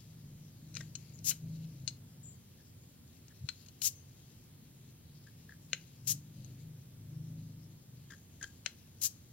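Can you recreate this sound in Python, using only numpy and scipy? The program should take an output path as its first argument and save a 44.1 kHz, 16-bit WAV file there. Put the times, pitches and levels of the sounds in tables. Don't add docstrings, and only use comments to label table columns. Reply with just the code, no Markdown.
import sys
import numpy as np
from scipy import signal
from scipy.fft import rfft, irfft
from scipy.io import wavfile

SR = 44100
rng = np.random.default_rng(int(sys.argv[2]) if len(sys.argv) > 2 else 0)


def int16_out(signal):
    q = np.round(np.clip(np.atleast_2d(signal).T, -1, 1) * 32767)
    wavfile.write(sys.argv[1], SR, q.astype(np.int16))


N = 411012
TIME = np.arange(N) / SR
FREQS = np.maximum(np.arange(N // 2 + 1) * SR / N, 1)

# f/Hz, relative level/dB
YARD_COLOUR = [(15, -69), (25, -15), (48, -18.5), (84, -1.5), (120, -3), (170, -9), (235, -10),
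               (307, -16.5), (382, -21), (604, -28), (654, -30.5), (1360, -35), (1470, -34), (1780, -34),
               (2810, -36.5), (3130, -33), (6850, -44), (11700, -36), (15800, -35)]
# f/Hz, correlation
YARD_LIKENESS = [(130, 1), (290, 0.74), (1400, 0.54), (3100, 0.1), (6800, -0.88), (15000, -0.32)]
# f/Hz, left minus right/dB
YARD_BALANCE = [(170, -1.5), (300, 5), (1300, 2.5), (4400, -2), (15000, 0)]
# throttle opens/s, closes/s, top firing rate/Hz, run-up/s
REVS = [(-.1, 1.7, 26.97, .45), (5.82, 7.6, 26.32, .27)]
# t/s, relative level/dB
REV_LEVELS = [
    [(0.0, -56.5), (0.26, -47.5), (0.71, -52.5), (0.75, -46), (0.82, -45), (1.05, -52), (1.3, -45),
     (1.39, -54), (1.45, -43.5), (2.35, -60)],
    [(4.8, -60.5), (5.97, -57.5), (6.12, -45), (6.23, -56.5), (6.41, -45), (6.82, -57.5), (7.41, -46.5),
     (7.85, -58), (7.94, -51.5), (8.25, -61)],
]
# f/Hz, relative level/dB
EXHAUST_COLOUR = [(50, -13), (80, -46), (104, -3.5), (132, 0), (163, -0.5), (185, -13.5), (235, -17),
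                  (290, -20), (350, -22), (600, -26.5), (1200, -53)]
# f/Hz, relative level/dB
SKIN_COLOUR = [(1000, -39), (2200, -7), (3000, -6.5), (3500, -8), (4200, -3), (5600, -3), (6400, -2),
               (7300, -3), (8500, -19), (12000, -2), (15000, -35)]
# t/s, relative level/dB
SCUFFS = [(0.0, -61), (.78, -54.5), (3.458, -63), (5.7, -64.5), (8.12, -63.5), (8.45, -61)]
# f/Hz, t60/s, relative level/dB
RIFLE_MODES = [(514, 0.02, -24), (1505, 0.0099, -11), (2350, 0.0034, 2), (2983, 0.0088, -2.5),
               (3390, 0.0067, -4), (4140, .012, 4.5), (4530, 0.0059, 0), (5090, 0.011, -1.5),
               (5990, 0.011, -2), (6576, 0.0097, 2), (7240, 0.0089, -7), (7720, 0.02, -10),
               (9370, 0.021, -19.5), (12500, .003, -53)]
# t/s, level/dB, wooden lows/dB, steel highs/dB, chatter/ms, favoured ring/Hz
KNOCKS = [(0.742, -48, 1, 3, 3.1, 6070), (0.752, -37.5, 5, 9, 11, 5970), (0.7641, -41.5, 12, -3, 5.9, 4100),
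          (0.7688, -34, 5, 0, 2.6, 5100), (.953, -33.5, -3, 9, 4.4, 2950), (1.189, -52, -6, 7, 2.3, 6060),
          (1.312, -34.5, 1, -13, 9.3, 2940), (1.877, -25.5, -12, 1, 7.6, 4680),
          (3.282, -53.5, 7, 10, 3.1, 5100), (3.4882, -28, -3.5, -7, 3.3, 1470),
          (3.662, -53, -3, 4, 7, 2900), (3.685, -49, -5, 6, 5.1, 2900), (5.7317, -23, 2.5, -2, 2.4, 2930),
          (6.446, -49.5, 1, 10, 3.9, 6600), (8.428, -35.5, 11, 16, 4.9, 6500),
          (8.6608, -25.5, 8, 4, 3.1, 3000)]
# t/s, length/s, level/dB, growth over the creak/dB, f/Hz
CREAKS = [(0.802, 0.016, -46, 13, 1914), (2.581, .05, -72, 0, 1715), (3.303, 0.024, -64.5, 1, 1704),
          (5.264, 0.035, -62, -13, 1680), (5.487, 0.06, -56.2, -4, 1703), (8.1, 0.052, -52, -12, 1680),
          (8.407, 0.041, -43.5, 14.5, 1660)]
# multiple, relative level/dB
PIVOT_HARMONICS = [(1, -2), (2, -16.5), (3, -19), (4, -19)]
# t/s, length/s, level/dB, f/Hz
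WHISTLES = [(1.136, 0.049, -60, 6850), (2.229, .13, -54, 7250), (3.947, 0.1, -63.5, 6250)]
# inlet opens/s, rush length/s, full rush/dB, swell/dB, valve click/dB, relative slide/dB
STROKES = [(1.244, 0.062, -24, 15, -49.5, -64), (3.818, 0.058, -24, 12, -33, -63),
           (6.072, 0.047, -25.3, 4, -44, -64), (9.016, 0.047, -24, 8, -41, -68)]
# f/Hz, relative level/dB
JET_COLOUR = [(300, -37.5), (1000, -38), (1700, -35), (2600, -21), (4000, -13.5), (5200, -7), (6700, -1),
              (7900, -6), (10200, -12.5), (11300, -8), (12700, -5.5), (15800, -11)]
# f/Hz, width/Hz, gain/dB
TUBE_RESONANCES = [(3700, 200, -1.5), (5520, 65, 7.5), (6360, 90, 4), (6780, 250, 2.5), (11530, 220, 7.5),
                   (11860, 120, -7)]
# t/s, level/dB, f/Hz, length/s
BUMPS = [(3.398, -48, 109, 0.045), (3.432, -41, 116, 0.031)]
# f/Hz, gain/dB, phase lag/rad
FAR_MIC = [(500, -3, 0), (1600, -5, 0), (2600, -10.5, 0), (3700, -17, .5), (4700, -24, 1.9),
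           (6000, -15, 2.9), (7300, -8.5, 3.1), (8700, -9.5, 3.1), (10600, -19, 3.5), (12000, -13, 3.1),
           (15500, -15, 3.3)]

LEAD = SR // 64


def undb(db):
    return np.exp(np.asarray(db) * (np.log(10) / 20))


def unit(x):
    return x / np.sqrt(np.mean(x ** 2))


def spectrum(table, column=1):
    rows = np.array(table, float)
    return np.interp(np.log(FREQS), np.log(rows[:, 0]), rows[:, column])


def colour(x, table):
    return unit(irfft(rfft(x) * undb(spectrum(table)), N))


def walk(rate, size=N):
    steps = np.arange(size) * rate / SR
    return 1.21 * np.interp(steps, np.arange(4000), rng.standard_normal(4000))


def add(track, start, sound):
    i = max(int(start * SR), 0)
    track[i:i + len(sound)] += sound[:N - i]


def arch(length):
    t = np.arange(int(length * SR)) / SR
    return t, np.sin(np.pi * t / length)


def yard(level_db=-58.5, flicker_db=0.25):
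    likeness = np.clip(spectrum(YARD_LIKENESS), -.99, .99)
    mid, side = (rfft(rng.standard_normal(N)) * undb(spectrum(YARD_COLOUR)) for _ in range(2))
    side *= np.sqrt((1 - likeness) / (1 + likeness))
    lean = undb(spectrum(YARD_BALANCE) / 2)
    pair = irfft(np.array([(mid + side) * lean, (mid - side) / lean]), N)
    return pair / pair.mean(axis=0).std() * undb(level_db + flicker_db * walk(1.983))


def firing_rate(idle_hz=20.51, hunt_hz=.6, coast_s=.65):
    rate = idle_hz + hunt_hz * walk(3)
    for opens, closes, top_hz, run_up_s in REVS:
        rise = 1 - np.exp(-np.maximum(TIME - opens, 0) / run_up_s)
        coast = np.exp(-(np.maximum(TIME - closes, 0) / coast_s) ** 2)
        rate += (top_hz - rate) * rise * coast
    return rate


def hum_level(idle_db=-66, settle_s=0.39, wander_db=1):
    rows = []
    for rev in REV_LEVELS:
        rows += [(rev[0][0] - settle_s, idle_db), *rev, (rev[-1][0] + settle_s, idle_db)]
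    return np.interp(TIME, *np.transpose(rows)) + wander_db * walk(7)


def engine(flutter_db=3.5, rumble_db=-11, smear_rad=0.32, trim_db=0.66):
    rate = firing_rate()
    gain = undb(hum_level() + trim_db)
    phase = 2 * np.pi * np.cumsum(rate) / SR
    hum = np.zeros(N)
    for k in range(4, 13):
        harmonic_db = np.interp(k * rate, *np.transpose(EXHAUST_COLOUR)) + flutter_db * walk(6)
        scatter = rng.uniform(0, 2 * np.pi) + smear_rad * walk(5.4)
        hum += undb(harmonic_db) * np.sin(k * phase + scatter)
    rumble = undb(rumble_db) * colour(rng.standard_normal(N), EXHAUST_COLOUR)
    return gain * unit(unit(hum) + rumble)


def friction(rest_db=-70, slide_s=.38, swing_s=.7, swing_db=-5.5, attack_s=.03, release_s=0.058):
    power = np.full(N, undb(rest_db) ** 2)
    for start, *_, slide_db in STROKES:
        add(power, start - slide_s, (undb(slide_db) * arch(slide_s)[1]) ** 2)
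        add(power, start, (undb(slide_db + swing_db) * arch(swing_s)[1]) ** 2)
    t = TIME[:SR] - .5
    scuff = np.exp(-np.maximum(-t / attack_s, t / release_s))
    for peak, level_db in SCUFFS:
        add(power, peak + t[0], (undb(level_db) * scuff[peak + t >= 0]) ** 2)
    return np.sqrt(power)


def rubbing(grip_db=1.74, grain_db=1.5, patch_db=3, half_width_hz=450, trim_db=1.5):
    catches = rfft(rng.standard_normal(N) * undb(grain_db * walk(400)))
    centres_hz = np.arange(2400, 7700, 580)
    bands = np.exp(-((FREQS - centres_hz[:, None]) / half_width_hz) ** 4)
    outside_bands = np.clip(1 - bands.sum(axis=0), 0, 1)
    scrape = irfft(catches * outside_bands, N)
    for band in bands:
        scrape += irfft(catches * band, N) * undb(patch_db * walk(11))
    return colour(scrape, SKIN_COLOUR) * friction() * undb(trim_db + grip_db * walk(25))


def rifle_ring(mode_gain_db, linger_db=-36, linger_t60=0.13, detune=0.0068):
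    t = TIME[:SR // 8]
    hz, t60, db = np.transpose(RIFLE_MODES)
    hz = hz * (1 + detune * rng.standard_normal(len(hz)))
    decay = undb(-60 * t / t60[:, None]) + undb(linger_db - 60 * t / linger_t60)
    modes = decay * np.cos(2 * np.pi * hz[:, None] * t)
    signs = (-1) ** np.arange(len(hz))
    return (signs * undb(db + mode_gain_db)) @ modes


def knock(level_db, low_db, high_db, chatter_ms, ring_hz,
          chatter_db=-0.5, favour_db=5, scrape_db=-21, scrape_s=0.0076):
    t = TIME[:SR // 8] - LEAD / SR
    chatter, scrape = rng.standard_normal((2, len(t)))
    chatter *= (t >= 0) * np.exp(-(t * 1000 / (1.5 * chatter_ms)) ** 2)
    scrape *= np.exp(-abs(t) / scrape_s)
    force = undb(chatter_db) * chatter / np.linalg.norm(chatter)
    force += undb(scrape_db) * scrape / np.linalg.norm(scrape)
    force[LEAD] += 1
    hz = np.transpose(RIFLE_MODES)[0]
    tilt_db = np.interp(hz, [1600, 4000, 6000], [low_db, 0, high_db])
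    ring = rifle_ring(tilt_db + favour_db * np.exp(-((hz - ring_hz) / 300) ** 2))
    soften = signal.butter(2, [450, 9000], "band", fs=SR, output="sos")
    sound = signal.sosfilt(soften, signal.fftconvolve(force, ring)[:len(t)])
    return undb(level_db) * sound * np.sqrt(SR / 200) / np.linalg.norm(sound)


def ticks(count=30, over_db=4.0, scatter_db=6.0):
    out, strength = np.zeros(N), friction()
    energy_share = np.cumsum(strength ** 2) / np.sum(strength ** 2)
    for k, (when, size, ring) in enumerate(rng.random((count, 3))):
        i = np.searchsorted(energy_share, (k + when) / count)
        relative_db = over_db + scatter_db * np.log(size + 1e-9)
        tick = knock(relative_db, low_db=-2, high_db=13, chatter_ms=5.0, ring_hz=2900 + 3700 * ring)
        add(out, (i - LEAD) / SR, strength[i] * tick)
    return out


def knocks():
    out = np.zeros(N)
    for start, *blow in KNOCKS:
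        add(out, start - LEAD / SR, knock(*blow))
    for start, _, _, _, valve_db, _ in STROKES:
        add(out, start - LEAD / SR, knock(valve_db, low_db=-8, high_db=2, chatter_ms=4.5, ring_hz=2900))
    return out


def creaks(slip_s=0.0148, waver=0.045, rough_db=5.5, sag=0.049, rasp_db=-10, stick_db=-12, edge_s=0.0042):
    out = np.zeros(N)
    grit = colour(rng.standard_normal(N), [(600, -40), (1600, 0), (2800, -21), (6800, -7), (9000, -25)])
    for start, length, level_db, growth_db, hz in CREAKS:
        t = TIME[:int(length * SR)]
        edges = np.minimum(np.minimum(t, length - t) / edge_s, 1)
        slips = edges * undb(growth_db * t / length + stick_db * np.cos(np.pi * t / slip_s) ** 2)
        pitch = hz * (1 + waver * walk(682, len(t)) + sag * (.5 - t / t[-1]))
        phase = 2 * np.pi * np.cumsum(pitch) / SR
        tone = sum(undb(db + rough_db * walk(441, len(t))) * np.sin(k * phase)
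                   for k, db in PIVOT_HARMONICS)
        rasp = undb(rasp_db) * grit[int(start * SR):][:len(t)] * (1 + np.sin(phase))
        add(out, start, undb(level_db) * unit((tone + rasp) * slips))
    return out


def seal_whistles(width_hz=420, fade_db=-14):
    out = np.zeros(N)
    for start, length, level_db, hz in WHISTLES:
        t, swell = arch(length)
        band = signal.butter(2, [hz - width_hz / 2, hz + width_hz / 2], "band", fs=SR, output="sos")
        whistle = signal.sosfilt(band, rng.standard_normal(len(t)))
        envelope = np.sqrt(swell) * undb(fade_db * t / length)
        add(out, start, undb(level_db) * unit(whistle * envelope))
    return out


def intakes(open_s=0.0011, close_s=0.0083, flutter_db=1.4, roar_db=-23, leak_db=-23, leak_s=0.018):
    flow, t = np.zeros(N), TIME[:SR // 5] - .03
    for start, length, level_db, swell_db, _, _ in STROKES:
        opening = .5 + .5 * np.tanh(t / open_s / 2)
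        leak = undb(leak_db) * np.exp(-abs(t) / leak_s)
        swell = undb(-swell_db * np.clip(1 - t / length, 0, 1) ** 2.1)
        dying = np.exp(-np.maximum(t - length, 0) / close_s)
        add(flow, start + t[0], undb(level_db) * (opening + leak) * swell * dying)
    tube_db = sum(db / (1 + (2 * (FREQS - hz) / width) ** 2) for hz, width, db in TUBE_RESONANCES)
    hiss = irfft(rfft(rng.standard_normal(N)) * undb(tube_db), N)
    jet = colour(hiss, JET_COLOUR) * undb(flutter_db * walk(300))
    roar = colour(rng.standard_normal(N), [(500, -30), (1500, 1), (3000, 3), (6000, 2.0)])
    return flow * (jet + undb(roar_db) * roar * flow / flow.max())


def bumps(overtone_db=-14, overtone_ratio=1.63):
    out = np.zeros(N)
    for start, level_db, hz, length in BUMPS:
        t, swell = arch(length)
        phase = 2 * np.pi * hz * t
        tone = np.sin(phase) + undb(overtone_db) * np.sin(overtone_ratio * phase)
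        add(out, start, undb(level_db) * unit(swell ** 3 * tone))
    return out


def reflections(x, gain_db, t60, delay_s):
    t = TIME[:SR // 2]
    tail = rng.standard_normal(len(t)) * undb(-60 * t / t60) * (t > delay_s)
    tail = signal.lfilter([.7], [1, -.3], tail / np.linalg.norm(tail))
    return undb(gain_db) * signal.fftconvolve(x, tail)[:N]


def scene(right_echo_db=-4, lows_left_db=1.4):
    rifle = knocks() + intakes() + creaks() + seal_whistles() + rubbing() + ticks()
    table = [reflections(rifle, gain_db=-16.5, t60=.055, delay_s=.006) for _ in range(2)]
    walls = [reflections(rifle, gain_db=-17, t60=0.22, delay_s=.008) for _ in range(2)]
    left = rifle + table[0] + walls[0]
    shading = undb(spectrum(FAR_MIC)) * np.exp(-1j * spectrum(FAR_MIC, column=2))
    right = irfft(rfft(left) * shading, N) + undb(right_echo_db) * (table[1] + walls[1])
    pan = undb(np.array([[1], [-1]]) * lows_left_db / 2)
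    lows = (bumps() + engine()) * pan
    return np.array([left, right]) + lows + yard()


def record(dry):
    lowpass = signal.ellip(10, .1, 60, 15850, fs=SR, output="sos")
    return signal.sosfiltfilt(lowpass, dry)


dry = scene()
out = record(dry)
int16_out(out)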